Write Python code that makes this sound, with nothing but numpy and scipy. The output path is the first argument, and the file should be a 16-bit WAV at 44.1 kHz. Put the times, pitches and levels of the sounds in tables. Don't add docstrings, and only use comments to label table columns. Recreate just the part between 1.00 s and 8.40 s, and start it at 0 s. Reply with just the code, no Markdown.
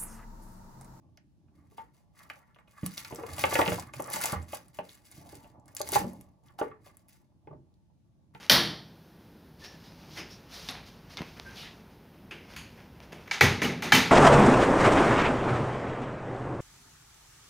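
import sys
import numpy as np
from scipy import signal
from scipy.fft import rfft, irfft
from scipy.io import wavfile
from scipy.ndimage import uniform_filter1d

SR = 44100
rng = np.random.default_rng(int(sys.argv[2]) if len(sys.argv) > 2 else 0)


def wav_record(signal):
    frames = np.transpose(np.atleast_2d(signal))
    bounded = np.clip(frames, -1, 1)
    quanta = np.round(bounded * 32767).astype(np.int16)
    wavfile.write(sys.argv[1], SR, quanta)


N = 326340

# start_s, swell_s, hold_s, rustle_db, box_scrape_db
FILM_MOVES = [(0.53, 0.012, 0.16, -84.5, -85), (0.698, 0.023, 0.015, -73, -95),
              (0.761, 0.011, 0.028, -65, -65), (0.915, 0.028, 0.044, -75, -82.5),
              (1.126, 0.049, 0.064, -66, -66), (1.288, 0.006, 0.0067, -58.5, -83),
              (1.327, 0.024, 0.017, -67.5, -66.5), (1.452, 0.016, .02, -84, -69.5),
              (1.537, 0.0085, 0.015, -81, -75), (1.578, 0.0053, 0.0089, -82, -97),
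              (1.672, .01, 0.13, -74.5, -71), (1.734, 0.037, .06, -64.5, -63),
              (1.823, .035, 0.0053, -47, -56.5), (1.9, 0.012, 0.18, -58.5, -71),
              (1.967, 0.0062, 0.0027, -41, -50), (2.10, 0.0066, 0.22, -61.5, -60),
              (2.177, 0.16, 0.066, -51, -54.5), (2.325, .06, 0.15, -43, -47),
              (2.5, 0.017, 0.017, -41.5, -49), (2.543, .008, 0.063, -38.5, -42),
              (2.647, 0.0064, 0.08, -40.5, -53.5), (2.699, .01, .1, -53, -61),
              (2.922, 0.015, 0.39, -57, -56.5), (3.082, .05, 0.044, -38.5, -50.5),
              (3.184, 0.029, 0.04, -36, -47.5), (3.272, 0.009, 0.021, -40, -50.5),
              (3.394, 0.015, 0.16, -70, -69), (3.45, 0.087, .01, -47.5, -60.5),
              (3.592, 0.011, 0.15, -79, -93), (3.729, 0.016, 0.013, -57, -62),
              (3.819, 0.023, .07, -64.5, -74), (3.884, 0.0039, 0.066, -62, -74),
              (3.987, 0.066, 0.15, -61.5, -82), (4.217, 0.036, 0.15, -63, -72.5),
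              (4.282, 0.022, .06, -66, -70), (4.406, 0.011, .06, -72, -74),
              (4.44, 0.018, 0.059, -82.5, -76), (4.645, 0.028, .06, -72, -77),
              (4.75, 0.017, 0.064, -56, -68.5), (4.832, .01, 0.066, -52.5, -68.5),
              (4.881, 0.048, 0.026, -31, -50.5), (5.019, 0.0082, 0.21, -73.5, -82),
              (5.412, 0.051, 0.021, -72.5, -71.5), (5.58, 0.006, 0.014, -56.5, -51),
              (5.799, 0.057, .01, -64, -65.5), (5.887, 0.0096, 0.04, -84, -92),
              (5.967, 0.0076, 0.028, -77, -88.5), (6.075, 0.01, 0.072, -67.5, -83),
              (7.331, .01, 0.048, -73.5, -74.5)]
# frequency_hz, relative_level_db
FILM_SPECTRUM = [(880, -29.5), (1500, -5.5), (5420, -2.5), (6970, -4), (8200, -1), (10400, -5.5),
                 (13300, -4), (15200, -5.5), (16100, -17.5), (16800, -60.5)]
# start_s, level_db, centre_hz
FILM_SNAPS = [(0.1734, -46.5, 4900), (1.2999, -29, 2040), (1.5462, -53, 2980), (1.676, -59, 2620),
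              (1.8625, -18, 8800), (1.93, -43, 6000), (1.9786, -20.5, 4960), (2.0482, -29.5, 4620),
              (2.148, -31, 8840), (2.1588, -31, 7100), (2.4375, -28, 2040), (2.553, -22, 1900),
              (2.616, -21.5, 1900), (2.6605, -22, 2570), (2.678, -18, 2590), (2.7147, -38, 4180),
              (2.7973, -26, 7500), (2.873, -44.5, 9000), (2.9366, -35.5, 7300), (2.9726, -52, 4900),
              (3.0028, -31, 9300), (3.0226, -25.5, 9900), (3.042, -29, 6900), (3.074, -35, 10700),
              (3.1017, -24, 10300), (3.135, -18.5, 11700), (3.1602, -18.5, 7360), (3.214, -19, 10000),
              (3.237, -25, 7770), (3.2575, -12.5, 9400), (3.3232, -21, 11200), (3.427, -41.5, 8100),
              (3.5472, -27, 11100), (3.683, -43, 11400), (3.747, -63, 6000), (3.893, -38.5, 3700),
              (4.115, -38.5, 10100), (4.1638, -43, 5970), (4.598, -61, 7000), (4.658, -48.5, 8000),
              (4.681, -40.5, 8570), (4.75, -27.5, 11200), (4.7672, -19.5, 7240), (4.7985, -28, 6800),
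              (4.8157, -17, 6350), (4.8894, -23, 8000), (4.9203, -16, 10600), (5.133, -42, 10200),
              (5.2111, -40, 10100), (5.4843, -54, 3500), (5.5886, -38.5, 2745), (5.9702, -37.5, 11160),
              (6.085, -45, 11500), (6.7409, -62, 4320), (7.3486, -47, 2760)]
# frequency_hz, width_hz, relative_level_db
BOX_MODES = [(449, 94, -2.5), (630, 220, -9.5), (861, 110, 5), (1010, 530, 4), (1200, 600, 1),
             (1600, 980, -20.5), (1850, 280, -8.5)]
# time_s, box_drum_db, counter_shake_db
HAND_WEIGHT = [(0.0, -75.5, -63.5), (.3, -90.5, -73), (.6, -78.5, -65), (1.1, -81.5, -78.5),
               (1.3, -68.5, -68), (1.55, -82, -79), (1.8, -75, -80), (2.06, -72.5, -60.5),
               (2.31, -56.5, -52), (2.6, -42.5, -45), (2.78, -55.5, -47.5), (2.92, -70.5, -61),
               (3.17, -46.5, -55), (3.38, -55, -53), (3.57, -78, -61.5), (4.1, -73, -68.5),
               (4.24, -61, -58.5), (4.53, -69, -61), (4.79, -69, -64.5), (5.0, -43, -39.5),
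               (5.19, -67, -57), (5.36, -78.5, -71.5), (5.7, -66.5, -64), (6.3, -85.5, -74.5),
               (6.58, -76, -59), (6.75, -87.5, -75), (7.4, -84, -69)]
# start_s, level_db, pitch_hz, ring_t60_s, edge_db (edge relative to the blow)
BLOWS = [(0.175, -57.5, 1865, 0.035, 8), (0.483, -69, 1300, 0.017, -2.5), (0.718, -55.5, 422, 0.15, -20),
         (0.781, -36.5, 899, 0.15, -9), (1.301, -45, 1170, 0.021, 13), (1.561, -52, 1180, 0.017, -3),
         (1.587, -52.5, 1190, 0.021, 1), (1.679, -60.5, 430, 0.022, 5.5), (1.833, -47, 288, 0.016, 1.5),
         (2.05, -51.5, 1200, 0.14, 16), (2.108, -39.5, 1012, .03, -18), (2.111, -41.5, 393, 0.09, -25),
         (2.124, -35, 462, 0.096, -5), (2.186, -34.5, 336, 0.031, -25), (2.209, -32.5, 467, 0.15, -30),
         (2.235, -30, 462, 0.068, -8.5), (2.382, -33.5, 820, 0.061, 3), (2.439, -17, 513, 0.029, 6.5),
         (2.525, -24, 445, 0.028, -1.5), (2.555, -19, 506, 0.054, 6.5), (2.59, -13.5, 430, 0.016, -13),
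         (2.616, -21.5, 464, 0.015, 6), (2.663, -26, 925, 0.027, -0.5), (2.683, -20.5, 485, 0.079, -1),
         (2.72, -26, 595, 0.041, 0.5), (2.782, -31, 960, 0.019, -24), (2.937, -39.5, 861, 0.019, 4.5),
         (2.997, -27, 387, 0.015, -11), (3.162, -31.5, 868, 0.079, 2), (3.243, -28.5, 1040, 0.012, -7),
         (3.331, -24.5, 840, 0.023, -5.5), (3.531, -30, 464, 0.0071, -6), (3.788, -25.5, 800, 0.0256, -5.5),
         (4.329, -41.5, 416, 0.065, -10), (4.444, -51, 763, 0.026, 2.5), (4.805, -25, 590, 0.039, -20),
         (4.889, -38.5, 840, 0.017, -15), (4.926, -25.5, 406, 0.084, -14), (4.957, -13.5, 824, 0.056, -40),
         (5.044, -34, 381, 0.051, -36.5), (5.589, -29.5, 799, 0.12, -29), (5.614, -18.5, 440, 0.074, -14.5),
         (5.864, -49.5, 763, 0.032, -4.5), (6.473, -39, 433.4, 0.049, -12.5),
         (6.509, -45.5, 405, 0.045, -30), (6.529, -47, 616, 0.06, -34), (6.548, -68, 442.6, 0.056, -20),
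         (7.35, -42, 446, 0.026, 0.5)]
# frequency_hz, width_hz, relative_level_db
COUNTER_MODES = [(68, 75, -0.5), (135, 34, 7.5), (202, 68, 1), (302, 140, -2.5)]
# start_s, level_db, pitch_hz, ring_t60_s
COUNTER_BLOWS = [(1.831, -23, 181, 0.035), (2.125, -34, 150.8, 0.03), (2.322, -40, 80.7, 0.11),
                 (2.677, -25.5, 172.6, 0.17), (2.719, -30.5, 114.2, 0.068), (2.961, -42.5, 135, 0.2),
                 (3.145, -35, 192, 0.025), (3.327, -24, 159.3, 0.028), (3.358, -33.5, 82.4, 0.25),
                 (3.789, -42.5, 179, 0.071), (4.179, -41.5, 169.4, 0.029), (4.962, -39, 117.7, 0.28),
                 (4.999, -34.5, 186.3, 0.48), (5.056, -35, 231.7, 0.19), (5.608, -60, 277, 0.11),
                 (6.474, -48.5, 162, 0.21), (6.506, -41.5, 149.6, 0.4), (7.347, -46, 146, 0.068)]
# frequency_hz, t60_s
KITCHEN_DECAY = [(100, 0.37), (450, 0.26), (1000, 0.18), (4000, 0.19), (12000, 0.033)]
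# frequency_hz, level_db
REFLECTED_LEVEL = [(100, -5), (300, 1.5), (600, -1.5), (1500, 2.5), (4000, -6), (12000, -3.5)]
# frequency_hz, lead_rad
PORT_LEAD = [(0, 0), (860, 0.8), (2070, 0.4), (3190, 1.3), (6370, -0.4), (6980, 0.2), (8010, -3.3),
             (8870, -3.7), (10400, -6.2), (11600, -6.6), (12800, -9.4), (14100, -9.7), (15200, -12.6),
             (16500, -12.3)]
# frequency_hz, difference_db
PORT_TILT = [(60, -3.5), (180, -3.5), (550, 1.0), (1650, 0.5), (4970, 1.0), (15000, 0.0)]
# frequency_hz, relative_level_db
ROOM_SPECTRUM = [(15, -40), (25, -12), (48, 0), (117, -8), (153, 2), (206, -14), (236, -11), (309, -20),
                 (840, -35), (2110, -41), (4500, -42), (6300, -43), (8000, -48), (10100, -46), (16000, -58)]
# frequency_hz, likeness (0 unrelated, 1 identical)
ROOM_LIKENESS = [(60, 0.09), (290, 0.12), (640, .05), (15000, .05)]

SWELL_DB, RUSTLE_FADE_DB_PER_S, SCRAPE_FADE_DB_PER_S = 27, 293, 151
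SETTLE_DB, SETTLE_DB_PER_S = -21, 106.5
SNAP_TOP_DB = -12
ROUNDS_PER_S = 1.7
ROOM_TONE_DB = -65
BASS_CUT_HZ, UPPER_EDGE_HZ = 48, 16500


def film():
    t = np.arange(200) / SR
    flips = slips(per_s=5100, spread_db=7.0, smooth=0.69, clump_db=2.5)
    kind = rng.integers(0, 8, N)
    creases = np.zeros(N)
    for k in range(8):
        puff = rng.standard_normal(200) * gain_of(-60 * t / 0.0066)
        creases += signal.oaconvolve(flips * (kind == k), puff)[:N]
    rustle = unit_rms(shaped(creases, FILM_SPECTRUM))
    return moves(column=3, fade_db_per_s=RUSTLE_FADE_DB_PER_S) * rustle


def snaps():
    out, t = np.zeros(N), np.arange(2500) / SR
    crack_and_crackle = gain_of(-60 * t / 0.0035) + 0.061 * gain_of(-60 * t / 0.0096)
    for start_s, level_db, centre_hz in FILM_SNAPS:
        burst = rng.standard_normal(len(t)) * crack_and_crackle
        mode = [(centre_hz, 0.63 * centre_hz, 0)]
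        patch = unit_peak(ring(ring(burst, mode), mode))
        top = unit_peak(band(burst, 7200, 14000))
        add(out, start_s, gain_of(level_db) * (patch + gain_of(SNAP_TOP_DB) * top))
    return out


def box():
    drum = band(slips(per_s=700, spread_db=3, smooth=0.74, clump_db=3.5), 260, 900)
    scrape = band(slips(per_s=1700, spread_db=2, smooth=1.0, clump_db=5.5), 1100, 3600)
    drummed = hands(column=1) * unit_rms(ring(drum, BOX_MODES))
    scrape_gain = moves(column=4, fade_db_per_s=SCRAPE_FADE_DB_PER_S)
    return drummed + scrape_gain * unit_rms(ring(scrape, BOX_MODES))


def knocks():
    out, t = np.zeros(N), np.arange(8000) / SR
    onset = 1 - np.exp(-t / 0.00021)
    body_fall = gain_of(-60 * t / 0.02)
    edge_fall = gain_of(-60 * t / 0.0041) + 0.048 * gain_of(-60 * t / 0.17)
    for start_s, level_db, pitch_hz, t60_s, edge_db in BLOWS:
        grain = rng.standard_normal(len(t))
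        chatter = unit_rms(band(grain, 0.36 * pitch_hz, 2.1 * pitch_hz))
        tone = np.sin(2 * np.pi * pitch_hz * t)
        spot = (tone + 0.23 * chatter) * gain_of(-60 * t / t60_s) * onset
        body = unit_peak(ring(band(grain * body_fall, 240, 950), BOX_MODES))
        edge = unit_peak(band(grain * edge_fall, 1300, 3000))
        blow = unit_peak(spot + 0.87 * body) + gain_of(edge_db) * edge
        add(out, start_s, gain_of(level_db) * blow)
    return out


def counter():
    shake = band(slips(per_s=200, spread_db=2.5, smooth=0.8, clump_db=1.5), 45, 380)
    return hands(column=2) * unit_rms(ring(shake, COUNTER_MODES))


def thuds():
    out, t = np.zeros(N), np.arange(16000) / SR
    onset = 1 - np.exp(-t / 0.0026)
    for start_s, level_db, pitch_hz, t60_s in COUNTER_BLOWS:
        rattle = unit_rms(band(rng.standard_normal(len(t)), 0.8 * pitch_hz, 2.6 * pitch_hz))
        tone = np.sin(2 * np.pi * pitch_hz * t)
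        swing = (tone + 0.28 * rattle) * gain_of(-60 * t / t60_s) * onset
        add(out, start_s, gain_of(level_db) * unit_peak(swing))
    return out


def moves(column, fade_db_per_s):
    power, t = np.zeros(N), np.arange(SR) / SR
    for row in FILM_MOVES:
        start_s, swell_s, hold_s = row[:3]
        swell_db = np.minimum(SWELL_DB * (t / swell_s - 1), 0)
        after_s = np.maximum(t - swell_s - hold_s, 0)
        fade = gain_of(-fade_db_per_s * after_s) + gain_of(SETTLE_DB - SETTLE_DB_PER_S * after_s)
        add(power, start_s, (gain_of(row[column] + swell_db) * fade) ** 2)
    return np.sqrt(power)


def hands(column):
    rows = np.transpose(HAND_WEIGHT)
    return gain_of(np.interp(np.arange(N) / SR, rows[0], rows[column]))


def slips(per_s, spread_db, smooth, clump_db):
    size = gain_of(spread_db * np.minimum(rng.exponential(1, N), 5))
    size = size * (rng.random(N) < per_s / SR)
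    clicks = unit_rms(size * rng.choice([-1., 1.], N)) + smooth * rng.standard_normal(N)
    clumps = unit_rms(uniform_filter1d(uniform_filter1d(rng.standard_normal(N), 500), 500))
    return unit_rms(clicks * gain_of(clump_db * clumps))


def ring(x, modes):
    out = 0
    for k, (hz, width_hz, db) in enumerate(modes):
        pole = np.exp((2j * np.pi * hz - np.pi * width_hz) / SR)
        mode = 2 * signal.lfilter([1 - abs(pole)], [1, -pole], x).real
        out = out + (-1) ** k * gain_of(db) * mode
    return out


def ports(x):
    hz = np.fft.rfftfreq(N, 1 / SR)
    lead = np.interp(hz, *np.transpose(PORT_LEAD))
    side = np.array([[0.5], [-0.5]])
    return irfft(rfft(x) * np.exp(1j * side * lead) * gain_of(side * curve(PORT_TILT, hz)), N)


def kitchen(x):
    turn = 2 * np.pi * (ROUNDS_PER_S * np.arange(N) / SR + np.arange(3)[:, None] / 3)
    shares = np.sqrt((1 + np.cos(turn)) / 3)
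    wet = np.zeros((2, N))
    for share in shares:
        wet += signal.fftconvolve((x * share)[None], reflections(), axes=1)[:, :N]
    return shaped(wet, REFLECTED_LEVEL)


def reflections():
    taps = np.zeros((2, SR // 2))
    at = np.arange(60, SR // 2 - 20, 20)
    at = at + rng.integers(0, 20, (2, len(at)))
    np.put_along_axis(taps, at, rng.choice([-1., 1.], at.shape), 1)
    hz, t, z = signal.stft(taps, SR, nperseg=256)
    t60_s = curve(KITCHEN_DECAY, hz)[:, None]
    fall = gain_of(-60 * t / t60_s) + 2.2 * gain_of(-60 * t / 0.018)
    fall = fall / np.sqrt((fall ** 2).sum(1, keepdims=True))
    tail = signal.istft(z * fall, SR, nperseg=256)[1]
    tail = tail * (np.arange(z.shape[2] * 128 - 128) > 60)
    tail = tail / np.linalg.norm(tail, axis=1, keepdims=True)
    middle = tail.mean(0)
    apart = tail - middle
    return middle + 0.3 * apart + 0.7 * band(apart, 420, 18000)


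def room_tone():
    frames, hz = N // 256 + 5, np.fft.rfftfreq(1024, 1 / SR)
    a, b, c, d, patches = rng.standard_normal((frames, 513, 5)).T
    patches = unit_rms(uniform_filter1d(uniform_filter1d(patches, 8, 0), 12, 1))
    same = np.clip(curve(ROOM_LIKENESS, hz), -1, 1)[:, None]
    left = a + 1j * b
    right = same * left + np.sqrt(1 - same ** 2) * (c + 1j * d)
    z = np.array([left, right]) * gain_of(curve(ROOM_SPECTRUM, hz)[:, None] + 0.9 * patches)
    tone = signal.istft(z, nperseg=1024, noverlap=768)[1][:, :N]
    return gain_of(ROOM_TONE_DB) * unit_rms(tone)


def gain_of(db):
    return 10 ** (np.asarray(db) / 20)


def unit_rms(x):
    return x / np.sqrt(np.mean(x ** 2) + 1e-20)


def unit_peak(x):
    return x / abs(x).max()


def curve(points, hz):
    f, value = np.transpose(points)
    return np.interp(np.log(hz + 1), np.log(f + 1), value)


def shaped(x, points):
    gain = gain_of(curve(points, np.fft.rfftfreq(x.shape[-1], 1 / SR)))
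    return irfft(rfft(x) * gain, x.shape[-1])


def band(x, low_hz, high_hz):
    return signal.sosfilt(signal.butter(3, [low_hz, high_hz], "band", fs=SR, output="sos"), x)


def add(mix, start_s, sound):
    part = mix[round(start_s * SR):][:len(sound)]
    part += sound[:len(part)]


def scene():
    near = film() + snaps() + box() + knocks() + counter() + thuds()
    return ports(near) + kitchen(near) + room_tone()


def record(dry):
    thinned = signal.sosfilt(signal.butter(3, BASS_CUT_HZ, "high", fs=SR, output="sos"), dry)
    low_pass = signal.firwin(511, UPPER_EDGE_HZ, window=("kaiser", 9), fs=SR)
    return signal.oaconvolve(thinned, low_pass[None], "same")


dry = scene()
out = record(dry)
wav_record(out)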